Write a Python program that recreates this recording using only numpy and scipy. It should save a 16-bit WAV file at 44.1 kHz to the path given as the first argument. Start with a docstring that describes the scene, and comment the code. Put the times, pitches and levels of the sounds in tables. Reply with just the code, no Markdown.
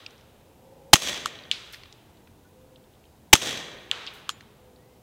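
"""Edge of a wood: two suppressed pistol shots, shaped noise plus ringing modes, driven into hard clipping.
The slide cycles; trees return a swelling echo, banded noise whose treble dies first.
The bullet smacks a far target; the case hits a truck and the ground, modes and grainy noise bursts.
An earlier impact's echo fades at the start and a rough hum swells until the first shot.
Near-sine birds call far off over distant rumble and hiss, banded noise."""
import sys
import numpy as np
from scipy import signal
from scipy.io import wavfile

SR = 44100
rng = np.random.default_rng(int(sys.argv[2]) if len(sys.argv) > 2 else 0)


def master(y):
    """Save y as 16-bit WAV."""
    cut = np.clip(np.atleast_2d(y).T, -1, 1)
    pcm = np.round(cut * 32767)  # scale
    wavfile.write(sys.argv[1], SR, pcm.astype(np.int16))


N = 221690

# shots: start_s, blast_db (before clipping), slam_delay_s (blast to slide slam)
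SHOTS = [(0.9327, 9.5, .0241), (3.3307, 9.5, .0229)]
# gas colour: freq_hz, relative_db_per_hz
GAS_SPECTRUM = [(59, -31.5), (150, -15.5), (500, -13.5), (902, -8), (1470, -12), (2830, -1), (5330, -8),
                (6590, 3), (7320, -11.5), (14100, -24.5), (15700, -30.5)]
# can's air column: freq_hz, level_db, t60_s
BORE_MODES = [(856, 10.5, 0.018), (1080, 5, 0.016)]
# low push as gas leaves the can: lag_s (after blast), freq_hz, level_db, t60_s
PUSH = [(.0021, 305, -5, .05), (.0052, 125, -9, .1)]
# action parts: lag_s (after blast), level_db
ACTION_HITS = [(-.0028, -23), (-.0016, -11.5)]
# slide slam: lag_s (after slam), level_db
SLAM_HITS = [(0, -13.5), (.0006, -12.5), (.009, -20.5)]
# steel of the action: freq_hz, level_db, t60_s
STEEL_MODES = [(1200, -6, 0.0049), (2500, -3, .002), (3400, -6, 0.0014), (6150, -2, .002),
               (8000, -6.5, 0.0016), (12000, -16.5, .0015)]
BLAST_HOLD_S, BLAST_T60_S = 0.0041, 0.015
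VENT_DB, VENT_T60_S = -23.5, 0.15
BORE_LAG_S = 0.0008
PUSH_END_S, PUSH_END_T60_S = 0.0112, 0.012


def blast():
    """Turbulent gas gushes, then vents; the air column booms, a low push is cut off, steel clacks."""
    gas = sum(part for _, part in bands(rng.standard_normal((2, N)), GAS_SPECTRUM))
    gas_gain, push = np.zeros(N), np.zeros(N)
    hits = []
    for start_s, blast_db, slam_delay_s in SHOTS:
        age_s = since(start_s)
        gush = (age_s >= 0) * dying(np.maximum(age_s - BLAST_HOLD_S, 0), BLAST_T60_S)
        gas_gain += from_db(blast_db) * gush + from_db(VENT_DB) * dying(age_s, VENT_T60_S)

        # the can has emptied
        cutoff = dying(np.maximum(age_s - PUSH_END_S, 0), PUSH_END_T60_S)
        for lag_s, *mode in PUSH:
            push += strike([(start_s + lag_s, 0)], [mode]) * cutoff

        hits += [(start_s + lag_s, level_db) for lag_s, level_db in ACTION_HITS]
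        hits += [(start_s + slam_delay_s + lag_s, level_db) for lag_s, level_db in SLAM_HITS]
    boom = strike([(start_s + BORE_LAG_S, 0) for start_s, *_ in SHOTS], BORE_MODES)
    clacks = strike(hits, STEEL_MODES, soft=True)
    return gas * gas_gain + boom + push + clacks


# scatter colour: freq_hz, relative_db_per_hz
WOOD_SPECTRUM = [(35, -52), (60, -13), (118, -5.5), (387, -8), (937, -15), (1330, -7), (3370, -4),
                 (4890, -9.5), (6040, -2), (15700, -21)]
# scatter decay: freq_hz, t60_s
WOOD_DECAY = [(100, 2.3), (500, 2.3), (2000, 1.85), (5000, 0.98), (9000, 0.68), (15000, 0.71)]
# silencer can resonances: freq_hz, width_hz, level_db
CAN_PEAKS = [(576, 310, -5.5), (1274, 110, -3.5), (1870.5, 47, -7.5), (2344, 56, -1), (3340, 300, -3.5),
             (4030, 110, 1.5), (4490, 220, -9), (5890, 220, 0), (6430, 280, -9.5), (7250, 130, -2),
             (8217, 140, -15), (9400, 110, -9)]
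# trees' answer to each shot: level_db, tilt_db_per_octave (about 3 kHz)
ECHO_COLOUR = [(0.1, 0.33), (0.1, -0.1)]
CAN_DB = 9.5
TRUNKS_PER_S, TRUNK_DB = 65, -0.5


def wood_echo():
    """Scatter from many trees, treble dying first; single trunks stand out as slaps."""
    slaps = (rng.random(N) < TRUNKS_PER_S / SR) * rng.random(N)
    slaps = signal.lfilter([1], [1, -0.99], slaps) * from_db(TRUNK_DB)
    white = rng.standard_normal((2, N)) * (1 + slaps)
    coloured = white + from_db(CAN_DB) * resonate(white, CAN_PEAKS)
    shapes = [echo_shape(since(start_s)) for start_s, *_ in SHOTS]
    out = np.zeros(N)
    for hz, part in bands(coloured, WOOD_SPECTRUM):
        octaves = np.log2(hz / 3000)
        t60_s = at_hz(WOOD_DECAY, hz)
        for shape, (start_s, *_), (level_db, tilt_db) in zip(shapes, SHOTS, ECHO_COLOUR):
            gain = from_db(level_db + tilt_db * octaves)
            out += part * shape * gain * dying(since(start_s), t60_s)
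    return out


# slaps from big trunks and banks: lag_s (after blast), level_db (added, re the scatter)
BIG_TRUNKS = [(0.088, 0), (.1, 1), (.133, -10), (0.141, 4.5), (.153, -6), (0.161, -1), (.178, -11),
              (0.197, 2), (0.211, -3), (0.243, 5.5)]
BIG_TRUNK_T60_S = 0.016
GROUND_DB, GROUND_START_S, GROUND_HOLD_S, GROUND_T60_S = -25.5, 0.015, 0.03, 0.054
CLEARING_DB = -33.5
TREES_S, TREES_DB = 0.084, -28.5
SWELL_S, SWELL_DB, DEPTH_DB_PER_DOUBLING = 0.066, 5.5, -2.5


def echo_shape(age_s):
    """Near ground answers first, then thin clearing scatter, then trees: swell, thinning with depth, slaps."""
    arrived = age_s >= GROUND_START_S
    ground = from_db(GROUND_DB) * arrived * dying(np.maximum(age_s - GROUND_HOLD_S, 0), GROUND_T60_S)
    inside_s = age_s - TREES_S
    clearing = from_db(CLEARING_DB) * arrived * (inside_s < 0)

    swell_db = SWELL_DB * np.clip(inside_s / SWELL_S, 0, 1)
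    doublings = np.log2(np.maximum(age_s / (TREES_S + SWELL_S), 1))
    trees = (inside_s >= 0) * from_db(TREES_DB + swell_db + DEPTH_DB_PER_DOUBLING * doublings)
    slaps = sum(from_db(level_db) * dying(age_s - lag_s, BIG_TRUNK_T60_S) for lag_s, level_db in BIG_TRUNKS)
    trees = trees * (1 + slaps)
    return np.sqrt(ground ** 2 + clearing ** 2 + trees ** 2)


# bullet on target: start_s (negative: only its echo is heard), smack_db, bounce_db, echo_db,
# tilt_db_per_octave (echo, about 3 kHz)
IMPACTS = [(-.1, -67, -60, -47, 1.5), (1.514, -10, -17, -40.5, 4.5), (3.9137, -9.5, -25, -37.5, 0.6)]
# target: freq_hz, level_db, t60_s
TARGET_MODES = [(1830, -27, 0.013), (2560, -11, 0.0019), (3190, 2.5, 0.0022), (4330, -12, 0.0013),
                (5400, -17, .0013), (7250, -15, 0.0016), (9100, -27, 0.0048), (11600, -35, 0.0033)]
# far trees' colour: freq_hz, relative_db_per_hz
FAR_WOOD_SPECTRUM = [(240, -39), (400, -8), (444, -1), (547, -8.5), (770, -5.5), (1370, -0.5), (1820, -4.5),
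                     (3510, -1.5), (4320, -11), (6860, -20), (14000, -42.5)]
# far trees' decay: freq_hz, t60_s
FAR_WOOD_DECAY = [(500, 1.6), (3000, 1.3), (6000, 1.1), (12000, 0.32)]
TARGET_BOUNCE_S, FAR_ECHO_LAG_S = 0.0017, 0.0015


def impacts():
    """The target's modes ring as a dry smack, again by ground bounce; far trees answer as decaying noise."""
    hits = []
    for start_s, smack_db, bounce_db, *_ in IMPACTS:
        hits += [(start_s, smack_db), (start_s + TARGET_BOUNCE_S, bounce_db)]
    out = strike(hits, TARGET_MODES, soft=True)
    for hz, part in bands(rng.standard_normal((2, N)), FAR_WOOD_SPECTRUM):
        octaves = np.log2(hz / 3000)
        t60_s = at_hz(FAR_WOOD_DECAY, hz)
        for start_s, _, _, echo_db, tilt_db in IMPACTS:
            gain = from_db(echo_db + tilt_db * octaves)
            out += part * gain * dying(since(start_s + FAR_ECHO_LAG_S), t60_s)
    return out


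# case on sheet metal, rim then mouth: start_s (mouth), mouth_db, rebound_db, ring_db, skitter_db
LANDINGS = [(1.259, -13.5, -38, -48, -39), (4.2928, -15, -30, -46.5, -38.5)]
# truck panel: freq_hz, level_db, t60_s
PANEL_MODES = [(1220, -6.5, 0.005), (1760, -13, 0.0049), (3160, -5, 0.0045), (4230, -12, 0.0058),
               (5260, -11.5, 0.0019), (6940, -9.5, 0.0028), (8260, -15, 0.0031), (11700, -14, 0.0004)]
# brass case: freq_hz, level_db, t60_s
BRASS_MODES = [(7040, 0, 0.19), (7150, 1, .1), (7180, -1, .07)]
RIM_LEAD_S, RIM_DB, REBOUND_S = 0.0008, -4, 0.0068  # RIM_DB re mouth
SKITTER_LOW_HZ, SKITTER_HIGH_HZ, SKITTER_T60_S = 1300, 8000, 0.079


def case():
    """The spent case excites the truck's panel modes, rings faintly and skitters off as grainy noise."""
    knocks, rings, skitters = [], [], []
    for start_s, mouth_db, rebound_db, ring_db, skitter_db in LANDINGS:
        rebound_s = start_s + REBOUND_S
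        knocks += [(start_s - RIM_LEAD_S, mouth_db + RIM_DB), (start_s, mouth_db), (rebound_s, rebound_db)]
        rings.append((start_s, ring_db))
        skitters.append((rebound_s, skitter_db, SKITTER_LOW_HZ, SKITTER_HIGH_HZ, SKITTER_T60_S))
    panel = strike(knocks, PANEL_MODES, soft=True)
    return panel + strike(rings, BRASS_MODES) + bursts(skitters)


# dry ticks on the ground: start_s, level_db, low_hz, high_hz
TICKS = [(.063, -31, 2420, 5100), (.107, -50, 2500, 6800), (0.18, -52, 2500, 6000),
         (0.21, -52.5, 2480, 6000), (1.388, -38.5, 2810, 4200), (1.436, -42, 3340, 4900),
         (1.745, -35.5, 1470, 4500), (1.835, -41, 1200, 4800), (1.857, -45, 700, 4000),
         (1.926, -44, 2400, 6600), (2.17, -54, 2500, 4500), (2.273, -47, 1200, 3600),
         (2.759, -47.5, 2900, 4150), (2.84, -58, 3230, 4070), (2.937, -56, 3100, 4400),
         (2.952, -58, 3000, 3900), (3.04, -55, 2200, 3400), (3.053, -50, 3000, 4200),
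         (3.786, -44, 2900, 4000), (4.065, -31.5, 2200, 5500), (4.408, -41, 1200, 4900),
         (4.76, -53, 3500, 4600)]
# longer grainy noise bursts, the first a bright spray just after the bullet's smack:
# start_s, level_db, low_hz, high_hz, t60_s
LONG_BURSTS = [(1.517, -33, 2360, 5160, 0.2), (1.725, -48, 1190, 15000, 0.17),
               (1.733, -40, 1410, 4870, 0.098), (4.073, -30.5, 2350, 4140, 0.065),
               (4.137, -56, 6000, 15500, 0.26)]
TICK_T60_S = 0.017


def ticks():
    """Band-limited grainy noise: ticks share one short decay, the long bursts last longer."""
    return bursts([(*tick, TICK_T60_S) for tick in TICKS] + LONG_BURSTS)


# a dove three times, two thin whistles: start_s, length_s, first_hz, last_hz, level_db
BIRDS = [(2.52, .37, 513, 515, -58), (3.68, .33, 512, 507, -57), (4.55, .47, 505, 503, -59),
         (2.445, .05, 1460, 1485, -65), (4.77, .2, 1820, 2100, -74)]
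CALL_ATTACK, CALL_RELEASE = 0.17, 0.17  # shares of the length
CALL_FADE_DB, CALL_EDGE_DB = -5.5, -10.5  # at release start; at both ends


def birds():
    """Soft near-sine calls, slightly unsteady: each rises, fades and stops while its pitch glides."""
    out = np.zeros(N)
    lowpass = signal.butter(2, 15, fs=SR, output="sos")
    waver_db = 2.0 * rms_one(signal.sosfilt(lowpass, rng.standard_normal(N)))
    corners = [0, CALL_ATTACK, 1 - CALL_RELEASE, 1]
    corner_db = [CALL_EDGE_DB, 0, CALL_FADE_DB, CALL_EDGE_DB]
    for start_s, length_s, first_hz, last_hz, level_db in BIRDS:
        progress = since(start_s) / length_s
        shape_db = np.interp(progress, corners, corner_db, left=-200, right=-200)
        hz = first_hz + (last_hz - first_hz) * np.sin(np.pi / 2 * np.clip(progress, 0, 1))
        tone = np.sqrt(2) * np.sin(2 * np.pi * np.cumsum(hz) / SR)
        out += from_db(level_db + shape_db + waver_db) * tone
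    return out


# hum resonances: freq_hz, width_hz, level_db
HUM_PEAKS = [(535, 35, 4), (466, 84, -3), (770, 200, -10.5), (910, 140, -11.5)]
HUM_DB, HUM_BEFORE_DB = -55.5, -10  # HUM_BEFORE_DB re HUM_DB
HUM_START_S, HUM_RISE_S, HUM_END_S, HUM_T60_S = 0.52, 0.16, 0.93, 0.5


def hum():
    """Noise through low resonances: swells, holds until the first shot, then dies away."""
    rough = rms_one(resonate(rng.standard_normal(N), HUM_PEAKS))
    swell_db = HUM_BEFORE_DB * np.clip(1 - since(HUM_START_S) / HUM_RISE_S, 0, 1)
    fade = dying(np.maximum(since(HUM_END_S), 0), HUM_T60_S)
    return from_db(HUM_DB + swell_db) * fade * rough


# background colour: freq_hz, relative_db_per_hz
AIR_SPECTRUM = [(15, -38), (25, -5.5), (82, 4.5), (360, -2.5), (401, 2.5), (459, -3.5), (498, -5.5),
                (618, -9), (787, -5.5), (1060, -14), (1720, -20), (3370, -20), (4300, -23.5), (13700, -27),
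                (15700, -23.5)]
AIR_DB = -56


def air():
    """Distant rumble and hiss: banded noise whose level drifts most in the bass."""
    out = np.zeros(N)
    for hz, part in bands(rng.standard_normal((2, N)), AIR_SPECTRUM):
        drift = np.interp(np.arange(N), np.linspace(0, N, 16), rng.standard_normal(16))
        out += part * from_db(drift * 2.0 / (1 + hz / 1500))
    return from_db(AIR_DB) * out


def strike(hits, modes, soft=False):
    """Clicks (start_s, level_db) ring modes (freq_hz, level_db, t60_s), levels varied; soft ones build up."""
    hits = np.array([hit for hit in hits if hit[0] >= 0])
    luck_db = 1.5 * rng.normal(0, 1, (len(hits), len(modes)))
    at = (hits[:, 0] * SR).astype(int)
    out = np.zeros(N)
    for k, (hz, level_db, t60_s) in enumerate(modes):
        x = np.full(N, 1e-18)
        x[at] = from_db(hits[:, 1] + level_db + luck_db[:, k])
        r, w = from_db(-60 / (t60_s * SR)), 2 * np.pi * hz / SR
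        poles = [1, -2 * r * np.cos(w), r * r]
        x = signal.lfilter([0, np.sin(w)], poles, x)
        if soft:  # second pass rounds the attack, narrows the band
            x = signal.lfilter((-1) ** k * np.e * (1 - r) * np.array([1, 0, -1]), poles, x)
        out += x
    return out


def resonate(x, peaks):
    """Parallel resonances (freq_hz, width_hz, level_db), signs alternating."""
    out = 0
    for k, (hz, width_hz, level_db) in enumerate(peaks):
        r = np.exp(-np.pi * width_hz / SR)
        zeros = (1 - r * r) / 2 * np.array([1, 0, -1])
        poles = [1, -2 * r * np.cos(2 * np.pi * hz / SR), r * r]
        out = out + (-1) ** k * from_db(level_db) * signal.lfilter(zeros, poles, x)
    return out


def bursts(rows):
    """Short grainy noise bursts (start_s, level_db, low_hz, high_hz, t60_s)."""
    out, size = np.zeros(N), SR // 8
    for start_s, level_db, low_hz, high_hz, t60_s in rows:
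        sos = signal.butter(3, [low_hz, high_hz], "band", fs=SR, output="sos")
        grains = rms_one(rng.standard_normal(size) * rng.exponential(1, size) ** 0.5)
        burst = signal.sosfilt(sos, grains * dying(np.arange(size) / SR, t60_s))
        burst *= np.sqrt(SR / 2 / (high_hz - low_hz))  # offsets power lost to the band
        at = int(start_s * SR)
        out[at:at + size] += from_db(level_db) * burst
    return out


# third-octave band edges: freq_hz
EDGES_HZ = 25 * 2 ** np.arange(0, 9.5, 1 / 3)


def bands(white, spectrum):
    """Third-octave bands (centre_hz, signal), rms 1 together; neighbours use unrelated noise."""
    out = []
    for k, (low_hz, high_hz) in enumerate(zip(EDGES_HZ, EDGES_HZ[1:])):
        hz = np.sqrt(low_hz * high_hz)
        sos = signal.butter(2, [low_hz, high_hz], "band", fs=SR, output="sos")
        out.append((hz, from_db(at_hz(spectrum, hz)) * signal.sosfilt(sos, white[k % 2])))
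    total = np.std(sum(part for _, part in out))
    return [(hz, part / total) for hz, part in out]


def from_db(db):
    """Decibels to gain."""
    return 10 ** (np.asarray(db) / 20)


def rms_one(x):
    """Scaled to rms 1."""
    return x / np.sqrt(np.mean(x ** 2) + 1e-20)


def at_hz(points, hz):
    """A frequency table read on a log axis."""
    points = np.array(points)
    return np.interp(np.log(hz), np.log(points[:, 0]), points[:, 1])


def since(start_s):
    """Seconds elapsed after start_s."""
    return np.arange(N) / SR - start_s


def dying(age_s, t60_s):
    """Silent before age 0, then 60 dB down each t60."""
    return (age_s >= 0) * from_db(-60 * np.maximum(age_s, 0) / t60_s)


def scene():
    """All sources at one microphone."""
    return (blast() + wood_echo() + impacts() + case() + ticks() + birds() + hum() + air())[None]


CLIP_LEVEL, CUTOFF_HZ = 0.86, 16100


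def record(dry):
    """The converter clips hard; a steep low-pass cuts the top."""
    clipped = np.clip(dry, -CLIP_LEVEL, CLIP_LEVEL)
    lowpass = signal.cheby2(20, 50, CUTOFF_HZ, fs=SR, output="sos")
    return np.clip(signal.sosfilt(lowpass, clipped), -1, 1)


dry = scene()
out = record(dry)
master(out)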